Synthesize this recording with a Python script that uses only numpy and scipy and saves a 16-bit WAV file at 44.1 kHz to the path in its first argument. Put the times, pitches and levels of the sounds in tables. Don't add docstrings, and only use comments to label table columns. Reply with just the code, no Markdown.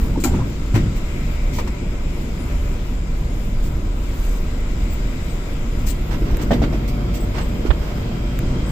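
import sys
import numpy as np
from scipy import signal
from scipy.fft import rfft, irfft, next_fast_len
from scipy.io import wavfile
from scipy.ndimage import uniform_filter1d, map_coordinates

SR = 44100
rng = np.random.default_rng(int(sys.argv[2]) if len(sys.argv) > 2 else 0)


def invert_db(level):
    return 10 ** (np.asarray(level, dtype=float) / 20)


def unload_audio(sound):
    columns = np.transpose(np.atleast_2d(sound))
    steps = np.round(np.clip(columns, -1, 1) * 32767)
    wavfile.write(sys.argv[1], SR, steps.astype(np.int16))


N = 384111

# (t/s, level/dB)
RUMBLE_LEVEL = [(0, -20), (.24, -25.5), (.36, -17.5), (.53, -27.5), (.74, -27.5), (.8, -22), (1, -28),
                (1.5, -27), (5.4, -28.5), (6.15, -26.5), (6.6, -20.5), (6.87, -26), (7.35, -24),
                (7.74, -25), (8.71, -25)]
# (t/s, level/dB)
SHAKE_LEVEL = [(0, -16.5), (.5, -24), (1.5, -21), (5.2, -20.5), (6, -20), (7.2, -27), (7.8, -25.5),
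               (8.71, -23)]
# (t/s, level/dB)
TOP_LEVEL = [(.05, -49.5), (.17, -64), (.46, -59.5), (.84, -61), (1.4, -57.5), (1.85, -64), (2.25, -57),
             (2.6, -56), (3, -61), (3.5, -57.5), (3.9, -60.5), (4.27, -54.5), (4.55, -60), (5.4, -57.5),
             (5.75, -60), (5.98, -53), (6.92, -54.5), (7.62, -55.5), (8.03, -52.5), (8.4, -59), (8.71, -55)]
# (f/Hz, relative level/dB per Hz)
SHAKE_SPECTRUM = [(5.9, -81), (10, -8.5), (35, -1), (59, -13), (75, -12), (90, -31.5), (120, -58),
                  (200, -120)]
RUMBLE_SPECTRUM = [(35, -37), (60, -4.5), (75, -8), (119, -8), (260, -14), (285, -16), (428, -25.5),
                   (450, -32.5), (580, -35), (990, -120)]
RUSH_SPECTRUM = [(210, -17), (350, 1), (427, -9.5), (468, -1), (530, -8), (600, -5.5), (774, -14),
                 (1700, -21), (2210, -21.5), (3740, -120)]
HISS_SPECTRUM = [(820, -3.5), (1400, -0.5), (1620, -2.5), (1780, -8.5), (1950, -2), (2300, -2.5),
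                 (2810, -5), (3800, -7.5), (4450, -12), (5000, -9.5), (5750, -14.5), (7500, -9.5),
                 (7900, -12.5), (8200, -18.5), (10700, -32), (18000, -120)]
TOP_SPECTRUM = [(5470, -56), (9300, 7), (9980, -2.5), (11900, 1), (14900, -5), (15500, -3.5)]
# (f/Hz, width/Hz, level/dB)
DUCT_MODES = [(370, 35, -9), (976, 26, -1.5), (1320, 14, -2), (2140, 35, -15), (2390, 19, -12),
              (5060, 82, -6)]
# (f/Hz, correlation)
LIKENESS = [(60, 1.0), (130, 1), (290, 0.89), (640, 0.76), (1410, -0.13), (3100, -0.087), (6820, -0.098),
            (15000, -0.021)]
# (f/Hz, level/dB)
LEAN_LEFT = [(60, -0.5), (200, 0.5), (700, 3), (1300, 0.5), (2300, 5), (4400, 1.5), (9000, 12.5),
             (12000, 13), (15000, 17)]
# (t/s, share 0-1)
PORT_FACING = [(0, 1), (5.8, 1), (6.1, 0.18), (7, 0.046), (7.6, 0.4), (8.1, 0.043), (8.71, 0.52)]
# (f/Hz, standing level/dB, moving level/dB, left phase lead/rad)
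FAN_TONES = [(48.8, -33, -25, 0.27), (234, -51.5, -40, 0.6), (462, -53.5, -45.5, 0.95),
             (584.7, -49.5, -41.5, 1.8), (725, -55, -46, 2.06)]
# (t/s, share 0-1)
DRIVE_LOAD = [(0, 0.1), (5.9, 0.23), (6.8, 1), (7.6, 1), (8.71, 0.57)]
# (t/s, level/dB)
LOW_WHINE_LEVEL = [(0.949, -60), (1.15, -47), (2, -50.5), (3.2, -59), (4, -61), (5, -52.5), (6.5, -56),
                   (7.5, -52), (8.71, -72)]
HIGH_WHINE_LEVEL = [(5.5, -80), (6.6, -59), (7.6, -58), (8.71, -54)]
# (f/Hz, width of one pass/Hz)
WHINE_BANDS = [(2250, 650), (3203, 80)]
# (t/s, level/dB, f/Hz, hold after the rise/s)
SQUEAKS = [(0.152, -30, 907, 0.0044), (0.166, -37, 1050, .006), (0.33, -32, 940, 0.012),
           (0.38, -36, 880, 0.01), (0.399, -31.5, 1060, 0.016), (2.393, -45.5, 9400, 0.034),
           (4.9, -43.5, 7600, 0.033), (5.286, -47, 8050, .04), (6.412, -52, 7350, .02),
           (7.19, -45, 7860, .05), (7.403, -44, 7840, 0.041), (8.652, -45, 8070, 0.047)]
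# (t/s, ring level/dB, centre of the blow f/Hz, crack level/dB, t60/s)
KNOCK_BLOWS = [(.175, -8.5, 334, -42, 0.081), (.2385, -18.5, 2390, -39, 0.046), (.238, -7, 282, -34, 0.19),
               (.243, -19.5, 1370, -50, 0.091), (.248, -23, 786, -47, 0.3), (.266, -6, 230, -45, 0.12),
               (.349, -12.5, 170, -43, 0.24), (.405, -10, 108, -63, 0.24), (.741, 5.5, 104, -34, 0.16),
               (.751, -24.5, 895, -33, 0.16), (.761, -6, 290, -48, 0.17), (.766, -26, 566, -55, 0.17),
               (.782, -9.5, 149, -47, 0.37), (.855, -5, 85, -57, 0.45), (1.585, -19, 990, -37.5, 0.097),
               (1.586, -21, 487, -46, 0.15), (1.588, -27, 2250, -41, 0.064), (1.598, -25, 1080, -52, .06),
               (1.674, -26, 990, -35, 0.065), (2.5, -30, 497, -48, 0.22), (6.22, -9.5, 315, -44, 0.066),
               (6.344, -12, 246, -38.5, 0.042), (6.508, -18.5, 1670, -53, 0.085),
               (6.514, -15.5, 244.4, -55, 0.86), (6.531, -14, 480, -33, 0.095),
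               (6.556, -14, 79.4, -53, .15), (6.638, -25, 1520, -40, .08), (7.372, -31, 500, -43, 0.052),
               (7.382, -23, 760, -31.5, .05), (7.6515, -5.5, 338, -50, 0.046),
               (8.114, -27, 650, -55, 0.058)]
BODY_MODES = [70, 108, 145, 180, 242, 296, 345, 410, 485, 575, 650, 730, 810, 900, 960, 1090, 1385, 1530,
              1780, 1960, 2280, 2400]
# (f/Hz, relative level/dB per Hz)
CRACK_SPECTRUM = [(300, -120), (500, 5), (1000, 3), (1600, 1.5), (2300, 1), (4000, -7), (7500, -12),
                  (12000, -28), (15700, -27)]
# (t/s, relative level/dB, rattle t60/s)
LATCH_STROKES = [(0.1997, -29.5, 0.33), (0.2373, -14, 0.14)]
# (f/Hz, relative level/dB, t60/s)
STEEL_MODES = [(3946, -6, .12), (4360, -6, .14), (4740, -13, .16), (4880, -12, .14), (5205, -7, .15),
               (6040, -8, .09), (6500, -11, .1), (7062, 3, .15), (7260, -5, .12), (7388, -1, .14),
               (7592, -3, 0.14), (8050, -2, .09), (10840, -22, .15), (11936, -13, .14), (12580, -17, 0.14),
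               (13070, -17, .13), (14907, -14, .1)]
# (f/Hz, relative level/dB per Hz)
RATTLE_SPECTRUM = [(1500, -120), (2400, -2), (3300, -14), (4300, -9), (5700, -4), (7300, 6), (9500, -10),
                   (12000, -12), (15000, -12), (15700, -11)]
# (t/s, level/dB, length before the fall/s)
SCRAPE_STROKES = [(0.303, -41.5, 0.1), (2.462, -48, 0.068), (4.08, -47.5, 0.19), (6.1, -36, 0.049),
                  (6.242, -41, 0.079), (6.388, -38, 0.043), (7.335, -35.5, 0.083), (7.656, -36.5, 0.02),
                  (7.79, -43, 0.13)]
# (f/Hz, relative level/dB per Hz)
RUB_SPECTRUM = [(200, -120), (400, 2), (1100, 2), (1700, -1), (2400, -3.5), (4000, -11), (8000, -11),
                (15700, -39)]
# (t/s, level/dB, length before the fall/s, left over right level/dB)
AIR_PUFFS = [(0.95, -44.5, .03, -4), (1.52, -38, 0.08, -9), (3.617, -44.5, 0.063, -6),
             (4.11, -52.5, 0.27, 8), (5.858, -43, 0.051, 23.5), (6.41, -40.5, 0.022, 6),
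             (6.875, -36, 0.016, -5), (7.133, -36.5, 0.038, -5)]
# (f/Hz, relative level/dB per Hz)
JET_SPECTRUM = [(1200, -120), (1800, 6), (3200, 2.5), (4600, 5.5), (5900, 4), (7700, 9), (10000, -4),
                (15000, -6), (15700, -0.5)]
# (t/s, level before resonance/dB, left over right level/dB)
TICK_CLICKS = [(6.371, -13.5, 1), (8.3905, -11.5, 3)]
# (first t/s, gap t/s, ring level/dB, loss a jolt level/dB, centre f/Hz, crack level/dB, t60/s)
COUPLING_SLACK = [(6.5075, 0.11, -6.5, 6, 617, -36, 0.1), (6.51, 0.11, -6.5, 3, 258, -36.5, 0.15),
                  (6.515, .115, -10.5, 8, 424, -40, 0.12)]
# (f/Hz, level/dB)
PORT_TREBLE = [(8250, 0), (8500, -34), (9000, -3), (9700, -2), (15500, 7.5), (15700, -62)]
# (f/Hz, level/dB)
RIGHT_PORT_LOSS = [(5000, 0), (6200, -2.5), (7500, -23.5), (10000, -15), (11500, 2)]

STANDING_DB = -28
RUSH_DB, RUSH_RISE_DB_PER_S = -42, 0.4032
HISS_DB, HISS_RISE_DB_PER_S = -43, 0.12
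RUSH_FOLLOWS, HISS_FOLLOWS = 0.7, 0.1
HISS_WITH_TOP = 0.17
OVERTONE_DB, OVERTONE_HZ = -8, 4000
SAG_PER_S = 2.6
SWELL_CYCLES = 0.62
SCRAPE_RISE, SCRAPE_T60_S, SCRAPE_PAN_DB = 0.24, 0.12, -7
PUFF_RISE, PUFF_T60_S = 0.31, 0.1
SLACK_CRACK_LOSS_DB = 3.5
PRESS_S, PRESS_GAP_S, PRESS_WIDTH_S, PRESS_DB = 7.6935, 0.0093, 0.0036, -1
SLIP_S, SLIP_WIDTH_S, SLIP_DB = 7.7062, 0.00035, -4
DIP_MOVES_S, DIP_RAISED = 5.9, 1.04


def unit(x):
    return x / np.sqrt(np.mean(x ** 2) + 1e-20)


def along(points, hz):
    f, v = np.transpose(points)
    return np.interp(np.log(hz + 1), np.log(f + 1), v)


def curves(rows):
    s, *cols = np.transpose(rows)
    return [np.interp(np.arange(N) / SR, s, c) for c in cols]


def wobble(rate):
    knots = rng.standard_normal(int(N * rate / SR) + 4)
    return map_coordinates(knots, [np.arange(N) * rate / SR])


def filtered(x, response):
    m = next_fast_len(N + 8192)
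    return irfft(rfft(x, m) * response(np.fft.rfftfreq(m, 1 / SR)), m)[..., :N]


def modes(table):
    def response(f):
        return sum((-1) ** k * invert_db(db) * 1j * f * width / (hz * hz - f * f + 1j * f * width)
                   for k, (hz, width, db) in enumerate(table))
    return response


def colour(spectrum):
    return lambda hz: invert_db(along(spectrum, hz))


def ducted(spectrum):
    return lambda hz: invert_db(along(spectrum, hz)) * (1 + np.abs(modes(DUCT_MODES)(hz)))


def noise(response, patchy_db):
    z = signal.stft(rng.standard_normal((2, N)), nperseg=512)[2]
    field = uniform_filter1d(rng.standard_normal(z.shape[1:]), size=6, axis=0)
    field = uniform_filter1d(field, size=12, axis=1)
    pair = signal.istft(z * invert_db(patchy_db * unit(field)), nperseg=512)[1][:, :N]

    def mid_side(hz):
        angle = np.arccos(np.clip(along(LIKENESS, hz), -1, 1)) / 2
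        return response(hz) * [np.cos(angle), np.sin(angle)]

    mid, side = filtered(pair, mid_side)
    even = np.array([mid + side, mid - side])
    leaning = filtered(even, lambda hz: invert_db(np.outer([0.5, -0.5], along(LEAN_LEFT, hz))))
    both = even + curves(PORT_FACING)[0] * (leaning - even)
    return both / np.sqrt(np.mean(both.mean(axis=0) ** 2))


def burst(s, db, rise, hold, t60, pan_db):
    t = np.arange(N) / SR - s
    attack = np.clip(t / max(rise, 1e-4), 0, 1)
    fall = invert_db(-60 * np.clip(t - rise - hold, 0, 2) / max(t60, 1e-3))
    return invert_db(db) * attack * fall * invert_db([[pan_db / 2], [-pan_db / 2]])


def stroke(s, db, length, pan_db, rise, t60):
    return burst(s, db, rise * length, (1 - rise) * length, t60, pan_db)


def floor():
    (shake_db,), (rumble_db,) = curves(SHAKE_LEVEL), curves(RUMBLE_LEVEL)
    shake = invert_db(shake_db) * noise(colour(SHAKE_SPECTRUM), patchy_db=0.0)
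    rumble = invert_db(rumble_db + 0.6 * wobble(2.464)) * noise(colour(RUMBLE_SPECTRUM), patchy_db=1.2)
    return shake + rumble


def vents():
    (rumble_db,), (top_db,), t = curves(RUMBLE_LEVEL), curves(TOP_LEVEL), np.arange(N) / SR
    rumble_gain_db = rumble_db - STANDING_DB
    draught = wobble(10)
    rush_db = RUSH_DB + RUSH_RISE_DB_PER_S * t + RUSH_FOLLOWS * rumble_gain_db
    rush_db = rush_db + 0.41 * wobble(3.09) + 0.11 * draught
    hiss_db = HISS_DB + HISS_RISE_DB_PER_S * t + HISS_FOLLOWS * rumble_gain_db
    hiss_db = hiss_db + HISS_WITH_TOP * (top_db - top_db.mean()) + 0.24 * draught + 0.99 * wobble(1.17)
    rush = invert_db(rush_db) * noise(ducted(RUSH_SPECTRUM), patchy_db=1.05)
    hiss = invert_db(hiss_db) * noise(ducted(HISS_SPECTRUM), patchy_db=1.17)
    top = invert_db(top_db + 0.9 * draught) * noise(colour(TOP_SPECTRUM), patchy_db=3.5)
    return rush + hiss + top


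def hum():
    (load,), t, out = curves(DRIVE_LOAD), np.arange(N) / SR, 0
    for hz, still_db, moving_db, lead in FAN_TONES:
        phase = 2 * np.pi * hz * t + 0.25 * wobble(2)
        level = invert_db(still_db + (moving_db - still_db) * load + 1.5 * wobble(1.974))
        out = out + np.sqrt(2) * level * np.sin(phase + [[lead / 2], [-lead / 2]])
    return out


def drive():
    out = 0
    for db, (hz, width) in zip(curves(LOW_WHINE_LEVEL) + curves(HIGH_WHINE_LEVEL), WHINE_BANDS):
        resonance = modes([(hz, width, 0)])
        out = out + invert_db(db) * noise(lambda f: resonance(f) ** 2, patchy_db=0.0)
    return out


def squeaks():
    t, out = np.arange(N) / SR, 0
    waver, flutter = wobble(220), invert_db(4 * wobble(200))
    for s, db, hz, hold in SQUEAKS:
        high = hz > OVERTONE_HZ
        sagging = (t - s) * (1 - SAG_PER_S / 2 * np.clip(t - s, 0, 0.1))
        phase = 2 * np.pi * hz * (t if high else sagging) + waver * (hz / 1000) ** 0.34
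        partials = np.sin(phase) + high * invert_db(OVERTONE_DB) * np.sin(2 * phase)
        out = out + burst(s, db, 0.0081, hold, 0.044, 1.3) * partials
    return flutter * out


def knocks():
    out, crack, t = np.zeros((2, N + SR)), 0, np.arange(SR // 2) / SR
    hz = np.array(BODY_MODES)[:, None]
    blows = KNOCK_BLOWS + slack(count=3) + jolts(count=14)
    pan = np.interp(curves(PORT_FACING)[0], [0, 1], [-2.5, 1])
    luck = rng.standard_normal((len(blows), 3, len(BODY_MODES), 1))
    for (s, db, centre_hz, crack_db, t60), (size, detune, lead) in zip(blows, luck):
        start = round(s * SR)
        pan_db = pan[start]
        focus = 90 * np.clip(centre_hz / 800, 0.8, 3)
        mode_db = -focus * np.log2(hz / centre_hz) ** 2 + 0.44 * size
        phase = 2 * np.pi * hz * (1 + 0.013 * detune) * t
        apart = lead * np.minimum(hz, 520) / 600
        swell = invert_db(db - 5.5 - 60 * t / t60) * (1 - np.exp(-t * centre_hz / SWELL_CYCLES))
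        ring = [swell * np.sum(invert_db(mode_db + side * pan_db) * np.sin(phase + side * apart), axis=0)
                for side in (0.5, -0.5)]
        out[:, start:][:, :len(t)] += ring
        crack = crack + burst(s, crack_db, 0.001, 0.0073, 0.97 * t60, pan_db)
    return out[:, :N] + crack * noise(colour(CRACK_SPECTRUM), patchy_db=2.0)


def latch():
    out, t, rattle = np.zeros((2, N)), np.arange(SR // 2) / SR, 0
    for s, db, t60 in LATCH_STROKES:
        luck = rng.standard_normal((len(STEEL_MODES), 2, 2))
        ring = 0
        for (hz, level, life), (size, turn) in zip(STEEL_MODES, luck):
            cycles = hz * t + turn[0] + 0.11 * turn[1] * np.array([[1], [-1]])
            ring = ring + invert_db(level + 2.4 * size[:, None] - 60 * t / life) * np.sin(2 * np.pi * cycles)
        onset = 1 - np.exp(-t / 0.0015)
        out[:, round(s * SR):][:, :len(t)] += invert_db(db - 11) * ring * onset * invert_db([[1.5], [-1.5]])
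        rattle = rattle + burst(s, db - 13.5, 0.002, 0.0059, t60, 2.0)
    return out + rattle * noise(colour(RATTLE_SPECTRUM), patchy_db=2)


def scrapes():
    strokes = sum(stroke(*row, SCRAPE_PAN_DB, SCRAPE_RISE, SCRAPE_T60_S) for row in SCRAPE_STROKES)
    return strokes * noise(colour(RUB_SPECTRUM), patchy_db=0.7)


def puffs():
    blasts = sum(stroke(*row, PUFF_RISE, PUFF_T60_S) for row in AIR_PUFFS)
    return blasts * noise(colour(JET_SPECTRUM), patchy_db=-2.0)


def jolts(count):
    when, size, pitch = rng.random((count, 3)).T
    return [(6 + 2.7 * u, -27 + 7 * v, 200 * 2 ** (0.8 * w), -60, 0.06)
            for u, v, w in zip(when, size, pitch)]


def ticks():
    clicks = np.zeros((2, N))
    for s, db, pan_db in TICK_CLICKS:
        clicks[:, round(s * SR)] = invert_db([db + pan_db / 2, db - pan_db / 2])
    return filtered(clicks, modes([(1500, 1000, 12), (3500, 2900, 1), (7400, 1000, 10), (13800, 3000, 1)]))


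def slack(count):
    return [(s + k * gap, db - k * loss_db, hz, crack_db - k * SLACK_CRACK_LOSS_DB, t60)
            for s, gap, db, loss_db, hz, crack_db, t60 in COUPLING_SLACK for k in range(count)]


def bump():
    t, push = np.arange(N) / SR, 0
    for k in range(3):
        bell = np.exp(-((t - PRESS_S - k * PRESS_GAP_S) / PRESS_WIDTH_S) ** 2)
        push = push + (-1) ** k * invert_db(PRESS_DB) * bell
    push = push - invert_db(SLIP_DB) * np.exp(-((t - SLIP_S) / SLIP_WIDTH_S) ** 2)
    push = filtered(push, lambda f: 1j * f / (25 + 1j * f))
    skin = colour([(200, -120), (400, -3.5), (1200, -3), (2000, -5), (3400, -13), (5000, -28), (9000, -60)])
    scuff = burst(7.705, -28.0, 0.0005, 0.006, 0.045, -17.0) * noise(skin, patchy_db=0.5)
    return push * invert_db([[-13], [0]]) + scuff


def scene():
    steady = floor() + vents() + hum() + drive()
    events = squeaks() + knocks() + latch() + scrapes() + puffs() + ticks() + bump()
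    return steady + events


def top_cut(x):
    return signal.sosfilt(signal.butter(12, 16430, fs=SR, output="sos"), x)


def record(dry):
    def ports_response(hz, shift):
        shifted = np.where(hz < 12000, hz / shift, hz)
        return invert_db(along(PORT_TREBLE, shifted) + np.outer([0, 1], along(RIGHT_PORT_LOSS, hz)))

    early = filtered(dry, lambda hz: ports_response(hz, 1))
    late = filtered(dry, lambda hz: ports_response(hz, DIP_RAISED))
    moved = np.clip((np.arange(N) / SR - DIP_MOVES_S) / 0.05, 0, 1)
    mix = early + moved * (late - early)
    return top_cut(mix)


dry = scene()
out = record(dry)
unload_audio(out)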